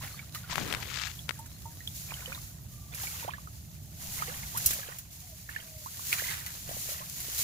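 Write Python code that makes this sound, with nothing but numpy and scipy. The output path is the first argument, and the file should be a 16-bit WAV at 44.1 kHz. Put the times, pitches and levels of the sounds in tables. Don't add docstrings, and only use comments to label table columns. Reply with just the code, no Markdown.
import sys
import numpy as np
from scipy import signal
from scipy.fft import rfft, irfft, next_fast_len
from scipy.io import wavfile
from scipy.ndimage import uniform_filter1d, map_coordinates

SR = 44100
rng = np.random.default_rng(int(sys.argv[2]) if len(sys.argv) > 2 else 0)


def field_ratio(decibels):
    return 10 ** (np.asarray(decibels, dtype=float) / 20)


def dump(signal):
    limited = np.clip(np.atleast_2d(signal).T, -1, 1)
    pcm = np.round(limited * 32767).astype(np.int16)
    wavfile.write(sys.argv[1], SR, pcm)


N = 327751

# f/Hz, level/dB
HISS_COLOUR = [(590, -13), (1000, -14.5), (1550, -11.5), (2250, -7), (3580, -4), (4120, -1.5), (5380, -1),
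               (6860, 3.5), (8550, -5), (10700, 0.5), (13800, 1), (15100, 1.5), (16000, -17)]
# f/Hz, level/dB
SPLASH_COLOUR = [(700, -15.5), (1100, -4.5), (1450, -1), (1900, 2.5), (2500, -2), (3000, -1.5), (6000, -7)]


def evened(x):
    return x / np.sqrt(np.mean(x ** 2) + 1e-20)


def curve(table, axis=1):
    rows = np.array(table)
    return np.interp(np.arange(N) / SR, rows[:, 0], rows[:, axis])


def colour(x, points):
    size = next_fast_len(x.shape[-1])
    f, db = np.transpose(points)
    hz = np.fft.rfftfreq(size, 1 / SR)
    shape = field_ratio(np.interp(np.log(hz + 1), np.log(f + 1), db))
    shaped = irfft(rfft(x, size) * shape, size)
    return evened(shaped[..., :x.shape[-1]])


def add(mix, s, sound):
    part = mix[round(s * SR):][:len(sound)]
    part += sound[:len(part)]


def strokes(start, rise, hold, fall, db):
    edge_db = 20
    t, power = np.arange(N) / SR, np.zeros(N)
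    for s, a, h, f, d in np.broadcast(start, rise, hold, fall, db):
        before = (s + a - t) / max(a, 1e-3)
        after = (t - s - a - h) / max(f, 1e-3)
        below = np.maximum(np.maximum(before, after), 0)
        power += field_ratio(d - edge_db * below) ** 2
    return np.sqrt(power)


def grainy(per_s, spread_db, smooth, flicker, channels=1):
    size = np.minimum(rng.exponential(1, (channels, N)), 5)
    ticks = field_ratio(spread_db * size) * (rng.random((channels, N)) < per_s / SR)
    noise = rng.standard_normal((2, channels, N))
    ticks = signal.lfilter([1], [1, -.9], ticks) * noise[0]
    spurts = np.minimum(rng.exponential(1, N), 2) * (rng.random(N) < 30. / SR)
    spurts = signal.lfilter([1], [1, -np.exp(-1 / (0.078 * SR))], spurts)
    spurts = uniform_filter1d(spurts, 40)
    blend = np.sqrt(1 - smooth) * evened(ticks) + np.sqrt(smooth) * noise[1]
    return evened(blend * (1 + flicker * spurts))


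def fizz(per_s, cycles, channels=1):
    out, t = np.zeros((channels, N)), np.arange(1200) / SR
    for hz in np.geomspace(400, 4500, 20):
        ring = np.sin(2 * np.pi * hz * (t + 3.4 * t ** 2))
        ring *= np.exp(-t * hz / cycles) * (1 - np.exp(-t / 0.00031))
        size = np.minimum(rng.exponential(1, (channels, N)), 4)
        hits = field_ratio(3.8 * size) * (rng.random((channels, N)) < per_s / 20 / SR)
        out += signal.oaconvolve(hits, ring[None] / np.linalg.norm(ring), axes=1)[:, :N]
    return evened(out)


def placed(x, shade):
    # t/s, lead of the left port/ms, left minus right at shade 1/dB
    place = [(0, 0.055, -7), (2.2, 0.13, -9.5), (2.7, 0.3, -10.5), (4.6, 0.37, -12), (6.3, 0.464, -11.5),
             (6.7, 0.41, -4)]
    side = field_ratio(shade * curve(place, axis=2) / 2)
    at = np.arange(N) + curve(place) * SR / 1000
    early = map_coordinates(x, [np.clip(at, 0, N - 1)], order=3)
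    return np.array([early * side, x / side])


def spread(three, share, shade):
    return np.sqrt(share) * placed(three[0], shade) + np.sqrt(1 - share) * three[1:]


def background():
    # f/Hz, level/dB
    rumble_colour = [(12, -49), (20, -41), (33, -33), (57, 2), (86, 1.5), (151, -0.5), (226, -15),
                     (300, -19), (500, -32.5), (650, -25), (1100, -120)]
    air_colour = [(200, -16), (350, -5), (650, -1), (1100, -8), (2200, -9), (4000, -3), (6000, -8),
                  (16000, -20)]
    # t/s, level/dB
    rumble_db = [(0.0, -47), (4.76, -46.5), (4.82, -52), (7.43, -50)]
    air_db = [(0, -59), (2.2, -65.5), (2.6, -79), (4.8, -72), (7.43, -58)]
    a, b, c = rng.standard_normal((3, N))
    rumble = colour(np.array([a + 0.19 * b, a + 0.35 * c]), rumble_colour)
    rumble *= field_ratio(curve(rumble_db)) * field_ratio([[-1.1], [1.1]])
    air = colour(grainy(200, 9.5, smooth=0.61, flicker=0.17, channels=2), air_colour)
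    return rumble + air * field_ratio(curve(air_db))


def notes():
    # start t/s, length/s, first f/Hz, last f/Hz, level before the waver/dB
    calls = [(.09, .092, 3850, 4650, -63), (1.2, .07, 3600, 4220, -67), (1.47, .11, 3720, 4350, -67),
             (1.76, .1, 3750, 4300, -67), (2.43, .13, 12600, 13950, -68), (2.59, .125, 13750, 12950, -67),
             (2.71, .21, 1210, 1150, -68), (5.23, .13, 760, 600, -66), (5.57, .3, 675, 600, -64)]
    out = np.zeros((2, N))
    for s, length, first_hz, last_hz, db in calls:
        t = np.arange(0, length, 1 / SR)
        waver = 1 + .7 * evened(uniform_filter1d(rng.standard_normal(len(t)), 400))
        glide_hz = first_hz + (last_hz - first_hz) * t / length
        tone = np.sqrt(2) * np.sin(2 * np.pi * np.cumsum(glide_hz) / SR)
        for port in out:
            add(port, s, tone * waver * field_ratio(db) * signal.windows.tukey(len(t), .3))
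    return out


def leaf():
    # start t/s, hold/s, scrape level/dB, thump level/dB
    rubs = [(0.484, 0.02, -36.5, -59), (0.561, 0.15, -41, -38), (0.69, 0.047, -38, -48),
            (0.794, 0.077, -42.5, -50), (0.872, 0.17, -39.5, -64), (0.999, 0.05, -38, -67)]
    # t/s, level before crack and tail are weighted/dB, centre f/Hz
    flicks = [(0.498, -27, 1340), (0.5573, -10, 2200), (0.5812, -12, 1290), (0.593, -23, 1800),
              (0.621, -25, 2170), (0.713, -21, 1600), (0.7266, -11.5, 3000), (0.739, -16, 1900),
              (0.749, -14.5, 2600), (0.829, -21.5, 1920), (0.954, -31, 1700), (1.015, -23, 2200),
              (1.2835, -36, 1600), (1.2927, -12, 2580), (1.2948, -19, 1520), (1.3089, -19, 1740)]
    # f/Hz, level/dB
    leaf_colour = [(300, -47), (700, -4), (1500, 10), (3300, 12), (6900, 6), (8200, -1), (14000, -42)]
    rise_s, fall_s = 0.016, 0.1
    crack_cycles = 0.29
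    lead_s, t60_s = .008, 0.02

    start, hold, scrape_db, thump_db = np.transpose(rubs)
    drag = grainy(900, 2.7, smooth=.25, flicker=1.6)[0]
    drag += 0.5 * fizz(per_s=900., cycles=4.5)[0]
    thump = colour(drag, [(60, -16), (130, 3), (300, -3.0), (600, -16.5), (1200, -30)])
    out = colour(drag, leaf_colour) * strokes(start, rise_s, hold, fall_s, scrape_db)
    out += thump * strokes(start, rise_s, hold, fall_s, thump_db)

    t = np.arange(-600, 1400) / SR
    for s, db, hz in flicks:
        crack = -np.cos(2 * np.pi * hz * t + 0.86) * np.exp(-abs(t) * hz / crack_cycles)
        band = signal.butter(1, [hz / 2, hz * 2], "band", fs=SR)
        tail = signal.lfilter(*band, rng.standard_normal(len(t)))
        tail *= field_ratio(-60 * np.maximum(t / t60_s, -t / lead_s))
        add(out, s + t[0], field_ratio(db) * (2 * crack + 0.49 * tail))
    return out * field_ratio([[0], [-22]])


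def reeds(x):
    t = np.arange(3000) / SR
    tail = rng.standard_normal((2, len(t))) * field_ratio(-60 * t / .055) * (t > .001)
    return signal.oaconvolve(x[None], tail / np.linalg.norm(tail[0]), axes=1)[:, :N]


def snaps():
    # t/s, level/dB, body relative to the bright part/dB
    cracks = [(0.043, -46.5, 13), (0.3477, -39.5, 12.5), (1.3905, -35, -18), (1.4595, -38, -3),
              (1.8735, -34, -27), (2.3494, -41, 3), (2.9467, -27, -19), (3.035, -29.5, -2), (4.273, -43, 7),
              (4.574, -19, -23.5), (4.66, -7.5, -41), (4.7076, -21.5, 0), (4.7345, -23, -8),
              (4.9862, -28.5, -12), (6.128, -31, 13.5), (6.4634, -27.5, -3.5), (6.6937, -35, -5),
              (7.203, -26, -12)]
    push_db, push_hz, push_t60_s = -26, 68, .09

    out, t = np.zeros(N), np.arange(4000) / SR
    noise = rng.standard_normal((len(cracks), 2, len(t)))
    bright = colour(signal.lfilter([1, -.8], [1], noise[:, 0]), HISS_COLOUR)
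    body = colour(noise[:, 1], SPLASH_COLOUR)
    push = field_ratio(push_db - 60 * t / push_t60_s) * np.sin(2 * np.pi * push_hz * t)
    fall = .5 * field_ratio(-60 * t / 0.0013) + 0.41 * field_ratio(-60 * t / 0.065)
    for (s, db, body_db), a, b in zip(cracks, bright, body):
        add(out, s, field_ratio(db) * (fall * (a + field_ratio(body_db) * b) + push))
    return out


def bubbles():
    # t/s, level/dB, start f/Hz, fall by 60 dB/s, pitch rise/(octaves/s), below 0 is steady
    rings = [(0.011, -42.5, 974, 0.06, 9), (0.142, -42.5, 1190, 0.04, 0), (0.192, -33.5, 2250, 0.035, 4),
             (0.357, -36, 1245, 0.04, -1), (0.44, -45, 1420, 0.054, 2), (0.527, -31, 990, 0.045, 1),
             (0.977, -40.5, 650, 0.021, 5), (1.191, -34, 3310, 0.026, 6), (1.391, -42, 887, 0.16, 1.5),
             (1.655, -41, 910, 0.16, 0.5), (1.805, -42.5, 1894, 0.067, -0.5), (1.875, -21, 3400, 0.011, 3),
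             (2.107, -34, 2320, 0.034, 24), (2.121, -25.5, 1040, 0.0066, 0), (2.14, -26, 3010, 0.014, -3),
             (2.259, -25, 3020, 0.013, -2), (2.277, -44, 507, 0.22, 3), (2.321, -32.5, 1370, 0.023, 30),
             (2.327, -28, 2410, 0.02, 6.5), (2.348, -30, 3750, 0.02, 5), (2.377, -40, 1150, 0.04, 5),
             (3.036, -36, 790, 0.041, 0), (3.071, -28, 2270, 0.025, -4), (3.227, -38.5, 936, 0.074, -1),
             (3.248, -27, 540, 0.015, -2), (3.279, -32, 652, 0.39, 48.5), (3.336, -32, 1651, 0.062, 8.5),
             (3.382, -41, 1090, 0.04, 13), (3.473, -35.5, 1277, 0.032, -7), (4.191, -36, 2080, 0.055, 4),
             (4.222, -23, 1186, 0.04, 23), (4.281, -40.5, 470, 0.14, 7.5), (4.433, -32, 2090, 0.017, 12),
             (4.547, -35.5, 873, 0.41, 22), (4.76, -41, 584, 0.034, 6), (4.788, -43, 547, 0.071, 1),
             (4.887, -35.5, 523, 0.022, 5), (5.491, -29.5, 1710, 0.028, 13), (5.562, -24, 1750, 0.034, 4.5),
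             (5.86, -35, 957, 0.08, 21.5), (5.994, -33, 1070, 0.022, 15), (6.122, -27, 2230, 0.018, 0),
             (6.1287, -12, 2390, 0.01, 2), (6.184, -28.5, 2360, 0.02, 0), (6.197, -20, 1670, 0.012, 6),
             (6.222, -28, 610, 0.01, 7), (6.24, -31, 2040, 0.033, 0), (6.286, -32, 2090, 0.04, -2),
             (6.312, -39, 870, 0.04, 7), (6.467, -40, 1970, 0.045, 4), (6.692, -30, 610, 0.017, 19),
             (6.712, -32.5, 636, 0.037, 2), (6.768, -33.5, 610, 0.018, 16), (6.89, -35, 559.4, 0.023, 10),
             (6.918, -42, 587, 0.067, 1), (7.004, -45.5, 582, 0.15, 2.5), (7.012, -38, 980, 0.12, 12.5),
             (7.285, -30, 504, 0.0064, 43)]
    spit, spit_t60_s = .15, 0.013
    wobble_depth = 0.26

    out = np.zeros(N)
    for s, db, hz, t60, rise in rings:
        t = np.arange(round(t60 * SR)) / SR
        octaves = max(rise, 0) * t
        whole = np.clip((.85 - octaves) / 0.047, 0, 1)
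        onset = 1 - np.exp(-t / 0.00033)
        ring = np.sin(2 * np.pi * np.cumsum(hz * 2 ** octaves) / SR)
        spray = spit * rng.standard_normal(len(t)) * field_ratio(-60 * t / spit_t60_s)
        wobble = 1 + wobble_depth * evened(uniform_filter1d(rng.standard_normal(len(t)), size=60))
        add(out, s, field_ratio(db - 60 * t / t60) * (onset * whole * ring * wobble + spray))
    return out


def wading():
    # start t/s, rise/s, hold/s, fall/s, hiss level/dB
    sweeps = [(0, 0.0022, 0.026, 0.53, -44), (0.319, 0.031, 0.02, 0.14, -41),
              (0.457, 0.098, 0.54, 0.7, -47.5), (1.562, 0.39, 0.4, 0.32, -43.5),
              (2.882, 0.13, 0.22, 0.1, -39.5), (3.3, .05, 0.2, 0.28, -54.5), (3.898, 0.13, 0.37, 0.5, -41),
              (4.351, 0.31, 0.033, 0.3, -33), (5.08, 0.049, 0.34, .2, -51), (5.532, 0.61, 0.094, 0.65, -36),
              (6.5, 0.32, 0.11, 0.12, -36), (6.955, 0.45, 0.056, .1, -31.5)]
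    # start t/s, hold/s, splashing level/dB, gurgling level/dB
    sloshes = [(0, 0.012, -45, -52.5), (0.147, 0.017, -52, -73), (0.313, 0.08, -57, -64),
               (0.422, .03, -56, -68), (0.472, 0.3, -48, -49), (1.27, 0.068, -59, -78),
               (2.067, 0.27, -51.5, -59), (2.903, 0.39, -48.5, -66), (3.977, 0.22, -57.5, -56),
               (4.148, 0.2, -48, -52.5), (4.4, 0.1, -54, -60), (4.537, 0.1, -49, -54.5),
               (4.689, 0.2, -48, -57), (5.474, 0.099, -50.5, -74), (5.902, 0.17, -58, -76),
               (6.094, 0.19, -42.5, -63), (6.351, 0.17, -52.5, -77), (6.649, 0.071, -51.5, -52),
               (6.85, 0.13, -49.5, -56), (7.143, .3, -52, -62)]
    # f/Hz, level/dB
    gurgle_colour = [(200, 28), (400, -11), (700, 16.5), (1100, 7), (1800, -13), (4000, -87)]
    rise_s, fall_s = 0.027, 0.13
    rest_hiss_db, rest_splash_db, rest_gurgle_db = -55, -67, -65

    start, hold, splash_db, gurgle_db = np.transpose(sloshes)
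    splash = np.hypot(strokes(start, rise_s, hold, fall_s, splash_db), field_ratio(rest_splash_db))
    gurgle = np.hypot(strokes(start, rise_s, hold, fall_s, gurgle_db), field_ratio(rest_gurgle_db))
    sweep = np.hypot(strokes(*np.transpose(sweeps)), field_ratio(rest_hiss_db))

    hiss = colour(grainy(900, 2.5, smooth=.75, flicker=.25, channels=3), HISS_COLOUR)
    water = grainy(270, 2.1, smooth=0.57, flicker=0.81, channels=3)
    water += 0.57 * fizz(per_s=600., cycles=4.3, channels=3)
    slosh = colour(water, SPLASH_COLOUR) * splash + colour(water, gurgle_colour) * gurgle
    tiny = field_ratio(-5) * colour(fizz(per_s=450., cycles=8.)[0], SPLASH_COLOUR) * splash
    wide = spread(hiss, 0.045, shade=1.0) * sweep + spread(slosh, 0.51, shade=0.63)
    return wide + placed(tiny, shade=0.86)


def scene():
    rings, cracks = bubbles(), snaps()
    near = placed(rings, shade=0.63) + placed(cracks, shade=0.26)
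    scatter = reeds(field_ratio(-10) * rings + field_ratio(-4) * cracks)
    return background() + notes() + leaf() + scatter + near + wading()


def roll_off(x):
    return signal.sosfilt(signal.butter(12, 16820, fs=SR, output="sos"), x)


def record(dry):
    lowpass = signal.firwin(401, 15700, window=("kaiser", 8), fs=SR)
    limited = signal.oaconvolve(dry, lowpass[None], "same", axes=1)
    return roll_off(limited)


dry = scene()
out = record(dry)
dump(out)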